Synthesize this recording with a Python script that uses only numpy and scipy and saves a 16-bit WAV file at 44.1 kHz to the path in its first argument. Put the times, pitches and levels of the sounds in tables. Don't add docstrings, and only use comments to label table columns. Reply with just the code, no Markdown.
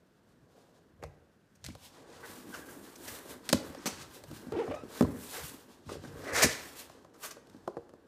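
import sys
import numpy as np
from scipy import signal
from scipy.fft import rfft, irfft
from scipy.io import wavfile

SR = 44100
rng = np.random.default_rng(int(sys.argv[2]) if len(sys.argv) > 2 else 0)


def nominal_scale(level):
    x = np.asarray(level, float) / 20
    return 10 ** x


def wav_record(signal):
    frames = np.transpose(np.atleast_2d(signal))
    bounded = np.clip(frames, -1, 1)
    quanta = np.round(bounded * 32767).astype(np.int16)
    wavfile.write(sys.argv[1], SR, quanta)


N = 356134

# f/Hz, relative level/dB, time to die by 60 dB/s
PANEL_MODES = [(157, -13, 0.2), (203, -2, 0.16), (247.5, 0, 0.084), (300.8, 2.5, 0.053), (364.6, -2, 0.055),
               (407.2, 0, 0.057), (473.3, 2, 0.048), (545, 4, 0.031), (652, 3, 0.03), (746, 4.5, 0.02),
               (920, 4, 0.0085), (1031, -4, 0.042), (1234, 0, 0.015), (1435, 1, 0.013), (1660, 9.5, 0.0028),
               (1950, -4.5, 0.0055)]
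# f/Hz, relative level/dB, time to die by 60 dB/s
TABLE_MODES = [(61, -5.5, 0.19), (84.4, 0.5, 0.17), (101.7, 2.5, 0.18), (151, -3, 0.22)]


def sliding():
    # t/s of the fastest moment, rise/s, fall/s, paper hiss level/dB, lightness of touch/dB
    strokes = [(.3, 0.13, .15, -75.5, 0), (.58, 0.16, 0.27, -69.5, -1), (.76, 0.076, 0.093, -73, -8),
               (1.69, 0.11, .12, -60, -8), (1.848, 0.099, .09, -52.5, 2), (1.96, 0.14, 0.25, -62.5, -6.5),
               (2.12, 0.14, 0.5, -61, -11), (2.3, 0.17, 0.37, -53, 6), (2.589, 0.26, 0.066, -55, 7),
               (2.72, 0.42, 0.32, -58, 9), (2.86, 0.11, 0.28, -58, 5.5), (3.09, 0.16, 0.16, -49, 8),
               (3.16, 0.14, 0.24, -52, 7), (3.31, 0.077, 0.1, -48, 6), (3.46, 0.063, 0.28, -57, 3),
               (3.67, 0.12, 0.18, -56.5, 6.5), (3.93, 0.38, 0.2, -52.5, -6.5),
               (4.02, 0.087, 0.075, -47.5, -3), (4.16, 0.17, 0.093, -55.5, 4.5),
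               (4.349, 0.17, 0.2, -55.5, 5), (4.42, 0.12, 0.45, -66.5, 4.5), (4.601, 0.34, 0.9, -63, -3.5),
               (4.97, 0.15, 0.18, -48.5, 4), (5.24, 0.24, 0.41, -54, 8.5), (5.378, 0.23, 0.32, -45.5, 5),
               (5.48, 0.6, 0.15, -52.5, 10), (5.71, 0.064, 0.22, -63.5, 0), (5.9, 0.044, .15, -66, -9),
               (5.929, 0.11, 0.1, -52, -5), (6.079, 0.14, 0.069, -58.5, -4), (6.2, 0.28, 0.33, -58.5, 4),
               (6.3, 0.18, .1, -50.5, -16), (6.369, 0.037, 0.28, -35.5, -6), (6.439, .05, .08, -35.5, -8.5),
               (6.52, 0.12, 0.22, -45, -7.5), (6.681, 0.44, 0.23, -52.5, 6), (6.8, 0.085, 0.11, -49, 6),
               (6.92, 0.11, 0.27, -64.5, -4.5), (7.25, 0.065, .07, -42.5, 7.5),
               (7.53, 0.36, 0.98, -72, -4.5)]
    # t/s, panel shake level/dB, f/Hz of the rubbed spot
    load = [(0.0, -76.5, 346), (0.43, -71, 316), (0.61, -65, 487), (0.97, -73, 302), (1.01, -62, 550),
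            (1.46, -83, 287), (1.91, -68.5, 298), (1.95, -58.5, 463), (2.51, -54.5, 254),
            (2.58, -52.5, 400), (2.94, -56, 297), (3.17, -53, 440), (3.53, -57, 310), (3.6, -46.5, 420),
            (3.71, -52.5, 325.4), (4.09, -60, 323), (4.2, -56.5, 445), (4.34, -57.5, 267),
            (4.61, -47.5, 420), (4.67, -42.5, 340), (4.76, -51, 600), (4.83, -58, 372), (5.1, -44.5, 286),
            (5.3, -61, 337), (5.35, -44.5, 540), (5.46, -59.5, 314), (5.87, -63, 347), (5.91, -55, 480),
            (5.97, -58, 396), (6.01, -60.5, 353), (6.14, -53.5, 373), (6.24, -51, 428), (6.33, -35.5, 507),
            (6.41, -32, 690), (6.49, -57, 340), (6.94, -60.5, 395), (7.6, -60, 302), (7.64, -64, 474),
            (8.07, -64, 358)]
    resting_hiss_db, light_spares = -81.5, 0.3
    *stroke, db, light_db = np.transpose(strokes)
    hiss_db = swells(*stroke, db, resting_hiss_db)
    top_db = swells(*stroke, db + light_db, resting_hiss_db)
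    press_db = swells(*stroke, db - light_spares * light_db, resting_hiss_db)
    panel_db, spot_hz = in_time(load)
    box = paper_hiss(hiss_db, top_db) + flute_scrape(press_db, panel_db)
    return box + panel_shake(panel_db, spot_hz) + table_rumble(panel_db)


def paper_hiss(hiss_db, top_db, split_hz=8000):
    # f/Hz, relative level per Hz/dB
    hiss_colour = [(1470, -19.5), (2500, -7), (2960, -5.5), (4200, -5.5), (7680, -9), (11700, -15),
                   (14600, -14.5), (15500, -15.5)]
    hiss = coloured(grit(15000, spread_db=2.5, lumpy_db=1.6), hiss_colour)
    top = filtered(hiss, 2, split_hz, "high")
    return nominal_scale(hiss_db) * (hiss - top) + nominal_scale(top_db) * top


def flute_scrape(press_db, panel_db):
    scrape_db, growth, flute_hz, db_per_octave = -57, 1.04, 1250, 38
    growth_db = growth * ((press_db + panel_db) / 2 - scrape_db)
    spot_hz = flute_hz * 2 ** (growth_db / db_per_octave)
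    scrape = rubbed(grit(2500, spread_db=2.0, lumpy_db=0.0), flute_modes(), spot_hz, 0.8)
    return nominal_scale(scrape_db + growth_db) * scrape


def flute_modes():
    # f/Hz, width/Hz, relative level/dB
    flutes = [(892, 870, 18), (1250, 533, 13), (1570, 195, 4), (1904, 390, 6), (2460, 580, 5)]
    return [(hz, db, np.log(1000) / (np.pi * width)) for hz, width, db in flutes]


def panel_shake(panel_db, spot_hz):
    force = grit(1500, spread_db=3.5, lumpy_db=3.0)
    return nominal_scale(panel_db) * rubbed(force, PANEL_MODES[:12], spot_hz, 0.7)


def table_rumble(panel_db):
    # t/s, rise/s, fall/s, rumble level/dB
    leans = [(.36, 0.26, 0.43, -67), (1.08, 0.2, 0.16, -52), (1.73, 0.2, 0.15, -52), (2.2, 0.12, 0.37, -59),
             (2.6, 0.27, 0.35, -64), (3.12, 0.077, 0.11, -56), (3.31, 0.076, 0.12, -58.5),
             (3.7, 0.31, 0.048, -51), (4.01, 0.13, 0.16, -50.5), (4.32, 0.11, 0.09, -49.5),
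             (4.75, .15, 0.22, -57), (5.08, 0.14, 0.25, -45), (5.44, 0.087, 0.059, -49),
             (6.12, 0.32, 0.51, -50), (6.99, 1, 0.18, -68), (7.551, 0.23, 0.57, -66)]
    under_load_db = -23.5
    weight = nominal_scale(swells(*np.transpose(leans), -90)) + nominal_scale(panel_db + under_load_db)
    return weight * rms_one(body(grit(450, spread_db=3.5, lumpy_db=4.0), TABLE_MODES))


def rasps():
    # start t/s, length scale/s, flute f/Hz, relative scrape level/dB, relative hiss level/dB
    jerks = [(1.02, 0.043, 2254, -54.5, -63), (1.55, .018, 2300, -87, -67.5),
             (1.655, 0.012, 2460, -57, -50), (1.7, 0.0098, 2300, -53.5, -67),
             (2.225, 0.055, 1570, -48, -84), (2.526, 0.062, 1500, -47, -50.5),
             (2.68, 0.024, 1600, -53.5, -63), (2.955, .012, 2300, -78, -47.5),
             (3.074, 0.032, 1800, -51, -47), (3.856, 0.043, 1210, -37, -33.5),
             (4.742, 0.031, 2266, -64, -55), (5.33, 0.1, 1900, -54, -65), (5.888, 0.026, 1200, -45, -62.5),
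             (6.04, 0.027, 1570, -53.5, -64), (6.24, 0.22, 1900, -46.5, -66.5),
             (6.32, 0.18, 1950, -35, -35), (6.42, 0.027, 1950, -26, -18.5),
             (7.135, 0.052, 1250, -59, -65.5), (7.229, 0.057, 1500, -45.5, -45.5),
             (7.305, 0.029, 1570, -51.5, -49)]
    # f/Hz, relative level per Hz/dB
    drag_colour = [(1470, -23), (2500, -8.5), (2760, -12), (3890, -12.5), (4470, -8.5), (6250, -4),
                   (9510, -13.5), (15500, -17.5)]
    shake_db = -6
    t = np.arange(N) / SR
    swell = np.zeros((2, N))
    flute_hz = np.full(N, jerks[0][2], float)
    for s, length, hz, *levels_db in jerks:
        span = slice(int(s * SR), int((s + 3 * length) * SR))
        phase = np.abs(t[span] - s) / length * 3.3
        swell[:, span] += nominal_scale(levels_db)[:, None] * (phase * np.exp(1 - phase)) ** 1.34
        flute_hz[span] = hz
    force = grit(7000, spread_db=2.5, lumpy_db=2)
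    scrape = rubbed(force, flute_modes(), flute_hz, 0.3)
    shake = nominal_scale(shake_db) * rms_one(body(force, PANEL_MODES[5:10]))
    return swell[0] * (scrape + shake) + swell[1] * coloured(force, drag_colour)


def knocks():
    # t/s, relative panel level/dB, f/Hz of the struck spot,
    # relative crack level/dB, relative table thump level/dB
    blows = [(1.027, -38, 545, -61, -58), (1.037, -37, 600, -45.5, -56), (1.642, -66, 900, -41.5, -64),
             (1.648, -52, 151, -41, -49), (1.664, -61, 152, -37.5, -44), (1.686, -37, 251, -50, -50),
             (1.751, -50.5, 620, -50, -55), (2.467, -44, 250, -73, -77), (3.079, -45.5, 244, -44, -72),
             (3.491, -40, 278, -25, -65), (3.499, -33.5, 284, -34, -74), (3.528, -14.5, 278, -19, -35.5),
             (3.53, -31.5, 1070, -21, -62), (3.748, -43.5, 756, -47, -77), (3.858, -25.5, 266, -31, -70),
             (4.238, -49, 415, -45.5, -72), (4.313, -35, 256, -49, -69), (4.468, -33.5, 255, -61, -52),
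             (4.522, -31.5, 366, -47, -43), (4.678, -35, 806, -71, -43.5), (4.711, -33.5, 590, -55, -60),
             (4.835, -34.5, 335, -66, -51), (5.009, -10.5, 310, -34.5, -55), (5.048, -33, 900, -68, -55),
             (5.024, -18, 303, -44, -29.5), (5.862, -42, 182, -80, -45.5), (5.896, -42, 448, -51, -61.5),
             (5.918, -34, 395, -67, -58), (5.928, -42, 446, -68, -66.5), (5.954, -38, 404, -62, -48.5),
             (5.968, -44.5, 302, -71.5, -60), (6.038, -35.5, 300, -54, -54),
             (6.073, -43.5, 263, -60.5, -59), (6.428, -22, 700, -42.5, -39), (6.443, -19, 309, -28, -34),
             (6.897, -53, 900, -52, -82), (7.047, -51.5, 800, -59.5, -79), (7.368, -45.5, 417, -57, -83),
             (7.471, -63, 407, -59, -68), (7.498, -54, 203.4, -58, -75), (7.546, -42, 293, -75, -75),
             (7.566, -56, 300, -64, -81), (7.676, -34, 1250, -48, -79), (7.677, -30.5, 510, -69, -74),
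             (7.682, -34, 397, -70, -70), (7.769, -29.5, 527, -61, -55), (7.775, -36, 420, -64, -83),
             (7.893, -52, 450, -59.5, -68), (7.937, -46, 383, -62, -68)]
    # f/Hz, relative level per Hz/dB
    snap_colour = [(880, -43.5), (1500, -5.5), (2700, -8), (4230, -4), (6070, -7.5), (7670, -9),
                   (15500, -20)]
    echo_ring_db, echo_snap_db = -5, 3
    s, panel_db, spot_hz, crack_db, thump_db = np.transpose(blows)
    at = (s * SR).astype(int)
    ringing = struck_panels(at, panel_db, spot_hz, crack_db) + table_thump(at, thump_db)
    snaps = clicks_at(at, nominal_scale(crack_db + 13.0))
    near = ringing + coloured(crack(snaps), snap_colour)
    to_echo = nominal_scale(echo_ring_db) * ringing + nominal_scale(echo_snap_db) * coloured(snaps, snap_colour)
    return near, to_echo


def struck_panels(at, panel_db, spot_hz, crack_db, baffle_hz=130, give_cycles=6.4):
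    upper_db, hardness_share, high_spot_db_per_octave = -7.5, 0.33, 7.5
    upper_db = panel_db + upper_db + hardness_share * (crack_db - panel_db)
    upper_db += high_spot_db_per_octave * np.log2(spot_hz / PANEL_MODES[3][0])
    uneven_db = 2.0 * rng.standard_normal((len(at), len(PANEL_MODES)))
    out = np.zeros(N)
    for k, (hz, db, t60) in enumerate(PANEL_MODES):
        height = nominal_scale(db + uneven_db[:, k])
        low = clicks_at(at, nominal_scale(panel_db - 1) * nearness(hz, spot_hz, 0.42) * height)
        upper = clicks_at(at, (k > 6) * (-1) ** k * nominal_scale(upper_db) * height)
        give = ring(low, hz, give_cycles / hz) * 2 * np.log(1000) * hz / (give_cycles * SR)
        sharp = filtered(upper + 1e-18, 1, hz / 2, "high")
        out += ring(give + sharp, hz, t60)
    return filtered(out, 2, baffle_hz, "high")


def crack(snaps, crumple_s=0.0025, settle_s=0.038, settle_db=-26):
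    fading = signal.lfilter([1], [1, -np.exp(-1 / (crumple_s * SR))], snaps)
    fading += nominal_scale(settle_db) * signal.lfilter([1], [1, -np.exp(-1 / (settle_s * SR))], snaps)
    return snaps + nominal_scale(-13) * fading * rng.standard_normal(N)


def table_thump(at, thump_db, push_hz=250):
    push = filtered(clicks_at(at, nominal_scale(thump_db + 0.5)) + 1e-18, 2, push_hz, "low")
    return body(push, TABLE_MODES)


def creak(rasp_hz=2600):
    # t/s, slip rate f/Hz, level/dB before the wavering
    slips = [
        [(2.527, 1480, -56), (2.535, 1670, -44), (2.552, 1330, -60), (2.57, 1630, -62), (2.71, 1600, -66.5)],
        [(3.775, 2500, -79.5), (3.785, 5400, -66), (3.797, 6200, -72)],
        [(4.52, 380, -41), (4.54, 470, -39), (4.555, 456, -37.5), (4.572, 304, -33.5), (4.603, 487, -32),
         (4.625, 420, -32.5), (4.645, 340, -42), (4.67, 780, -66)],
        [(4.685, 240, -43), (4.71, 290, -32.5), (4.713, 570, -36.5), (4.735, 620, -38.5), (4.752, 580, -40),
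         (4.77, 680, -55)],
        [(4.762, 1260, -52), (4.785, 1255, -53), (4.835, 1330, -63)],
    ]
    # fall of the overtones/dB, favoured f/Hz, its lift/dB, unevenness of grip/dB
    colours = [(-11, 3000, -1.5, 6.5), (-30, 5000, 9, 10), (-12.5, 910, 1.5, 2), (-13.5, 2800, 16.5, 3.5),
               (-9, 2500, -1, 0)]
    out, t = np.zeros(N), np.arange(N) / SR
    fibres = rms_one(filtered(rng.standard_normal(N), 2, [600, rasp_hz], "band"))
    for rows, (overtone_db, lift_hz, lift_db, grip_db) in zip(slips, colours):
        per_s, db = in_time(rows)
        phase = 2 * np.pi * np.cumsum(per_s * (1 + 0.033 * drift(120))) / SR
        tone = nominal_scale(-21) * fibres * (1 + np.sin(phase))
        for k in range(6):
            hz = (k + 1) * per_s
            level_db = overtone_db * k ** 0.87 + lift_db * nearness(hz, lift_hz, 0.5)
            level_db = level_db + 2.5 * np.sqrt(k) * drift(26)
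            tone += nominal_scale(level_db) * np.sin((k + 1) * phase) * (hz < 6000)
        gripping = nominal_scale(grip_db * drift(65))
        sounding = (t > rows[0][0]) * (t < rows[-1][0])
        out += np.sqrt(2) * tone * gripping * nominal_scale(db) * sounding
    return out


def room(x, first_s=0.0046, split_hz=3000, soft_hz=9000, bass_db=-4):
    bass_t60_s, treble_t60_s = 0.63, 0.31
    t, noise = np.arange(SR // 2) / SR, rng.standard_normal(SR // 2)
    bass = filtered(noise, 1, split_hz, "low")
    tail = bass * nominal_scale(bass_db - 60 * t / bass_t60_s) + (noise - bass) * nominal_scale(-60 * t / treble_t60_s)
    tail = filtered(tail * (t > first_s), 1, soft_hz, "low")
    return signal.oaconvolve(x, tail / np.sqrt(np.sum(tail[:SR // 10] ** 2)))[:N]


def room_tone():
    # f/Hz, relative level per Hz/dB
    air_colour = [(18, -40.5), (30, -12), (173, 0.5), (307, -5), (709, -12.5), (787, -23.5), (1510, -13.5),
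                  (2240, -24.5), (7650, -39.5), (15500, -39.5)]
    return nominal_scale(-67.5) * coloured(rng.standard_normal(N), air_colour)


def rms_one(x):
    return x / np.sqrt(np.mean(x ** 2) + 1e-20)


def filtered(x, order, hz, kind):
    return signal.sosfilt(signal.butter(order, hz, kind, fs=SR, output="sos"), x)


def in_time(rows):
    s, *columns = np.transpose(rows)
    return [np.interp(np.arange(N) / SR, s, c) for c in columns]


def clicks_at(at, heights):
    clicks = np.zeros(N)
    clicks[at] = heights
    return clicks


def coloured(x, spectrum):
    hz, db = np.transpose(spectrum)
    grid = np.maximum(np.arange(2049) * SR / 4096, 1)
    cepstrum = irfft(np.log(nominal_scale(np.interp(np.log(grid), np.log(hz), db))))
    cepstrum[1:2048] *= 2
    cepstrum[2049:] = 0
    kernel = irfft(np.exp(rfft(cepstrum)))
    return signal.oaconvolve(x, kernel / np.sqrt(np.sum(kernel ** 2)))[:N]


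def drift(rate):
    r = np.exp(-80 * np.pi * rate / SR)
    slow = signal.lfilter([1], [1, -2 * r, r * r], rng.standard_normal(N // 40 + 2002))[2000:]
    return np.interp(np.arange(N) / 40, np.arange(len(slow)), rms_one(slow))


def grit(per_s, spread_db, lumpy_db):
    sizes = nominal_scale(spread_db * np.minimum(rng.exponential(1, N), 4)) * rng.choice([-1, 1], N)
    catching = rng.random(N) < per_s / SR
    return rms_one(sizes * catching * nominal_scale(lumpy_db * drift(28)) + 1e-9)


def ring(force, hz, t60):
    r, w = nominal_scale(-60 / (t60 * SR)), 2 * np.pi * hz / SR
    return signal.lfilter([0, np.sin(w)], [1, -2 * r * np.cos(w), r * r], force + 1e-18)


def body(force, modes):
    return sum((-1) ** k * nominal_scale(db) * ring(force, hz, t60) for k, (hz, db, t60) in enumerate(modes))


def nearness(hz, spot_hz, reach_octaves):
    return nominal_scale(-6 * (np.log2(hz / spot_hz) / reach_octaves) ** 2)


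def rubbed(force, modes, spot_hz, reach_octaves):
    near = [nominal_scale(db) * nearness(hz, spot_hz, reach_octaves) for hz, db, t60 in modes]
    power = sum(n ** 2 * t60 for n, (hz, db, t60) in zip(near, modes))
    even = force / np.sqrt(power)
    return rms_one(sum((-1) ** k * ring(even * near[k], hz, t60) for k, (hz, db, t60) in enumerate(modes)))


def swells(s, rise, fall, db, rest_db):
    drop_db, roundness = 28.5, 1.22
    t = np.arange(0, N + 64, 64) / SR
    lag = t - s[:, None]
    pace = np.where(lag < 0, rise[:, None], fall[:, None])
    down_db = drop_db * np.abs(lag / pace) ** roundness
    power = nominal_scale(rest_db) ** 2 + np.sum(nominal_scale(db[:, None] - down_db) ** 2, axis=0)
    return np.interp(np.arange(N) / SR, t, 10 * np.log10(power))


def scene():
    echo_db, creak_echo_db = -12, -4.5
    rubbing = sliding() + rasps()
    near, to_echo = knocks()
    creaking = creak()
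    echo = nominal_scale(echo_db) * room(rubbing + to_echo + nominal_scale(creak_echo_db) * creaking)
    return (rubbing + near + creaking + echo + room_tone())[None]


def low_pass(x):
    return signal.sosfilt(signal.butter(12, 16370, fs=SR, output="sos"), x)


def record(dry):
    no_top = signal.sosfilt(signal.cheby2(10, 50, 15900, fs=SR, output="sos"), dry)
    mix = filtered(no_top, 2, 35, "high")
    return low_pass(mix)


dry = scene()
out = record(dry)
wav_record(out)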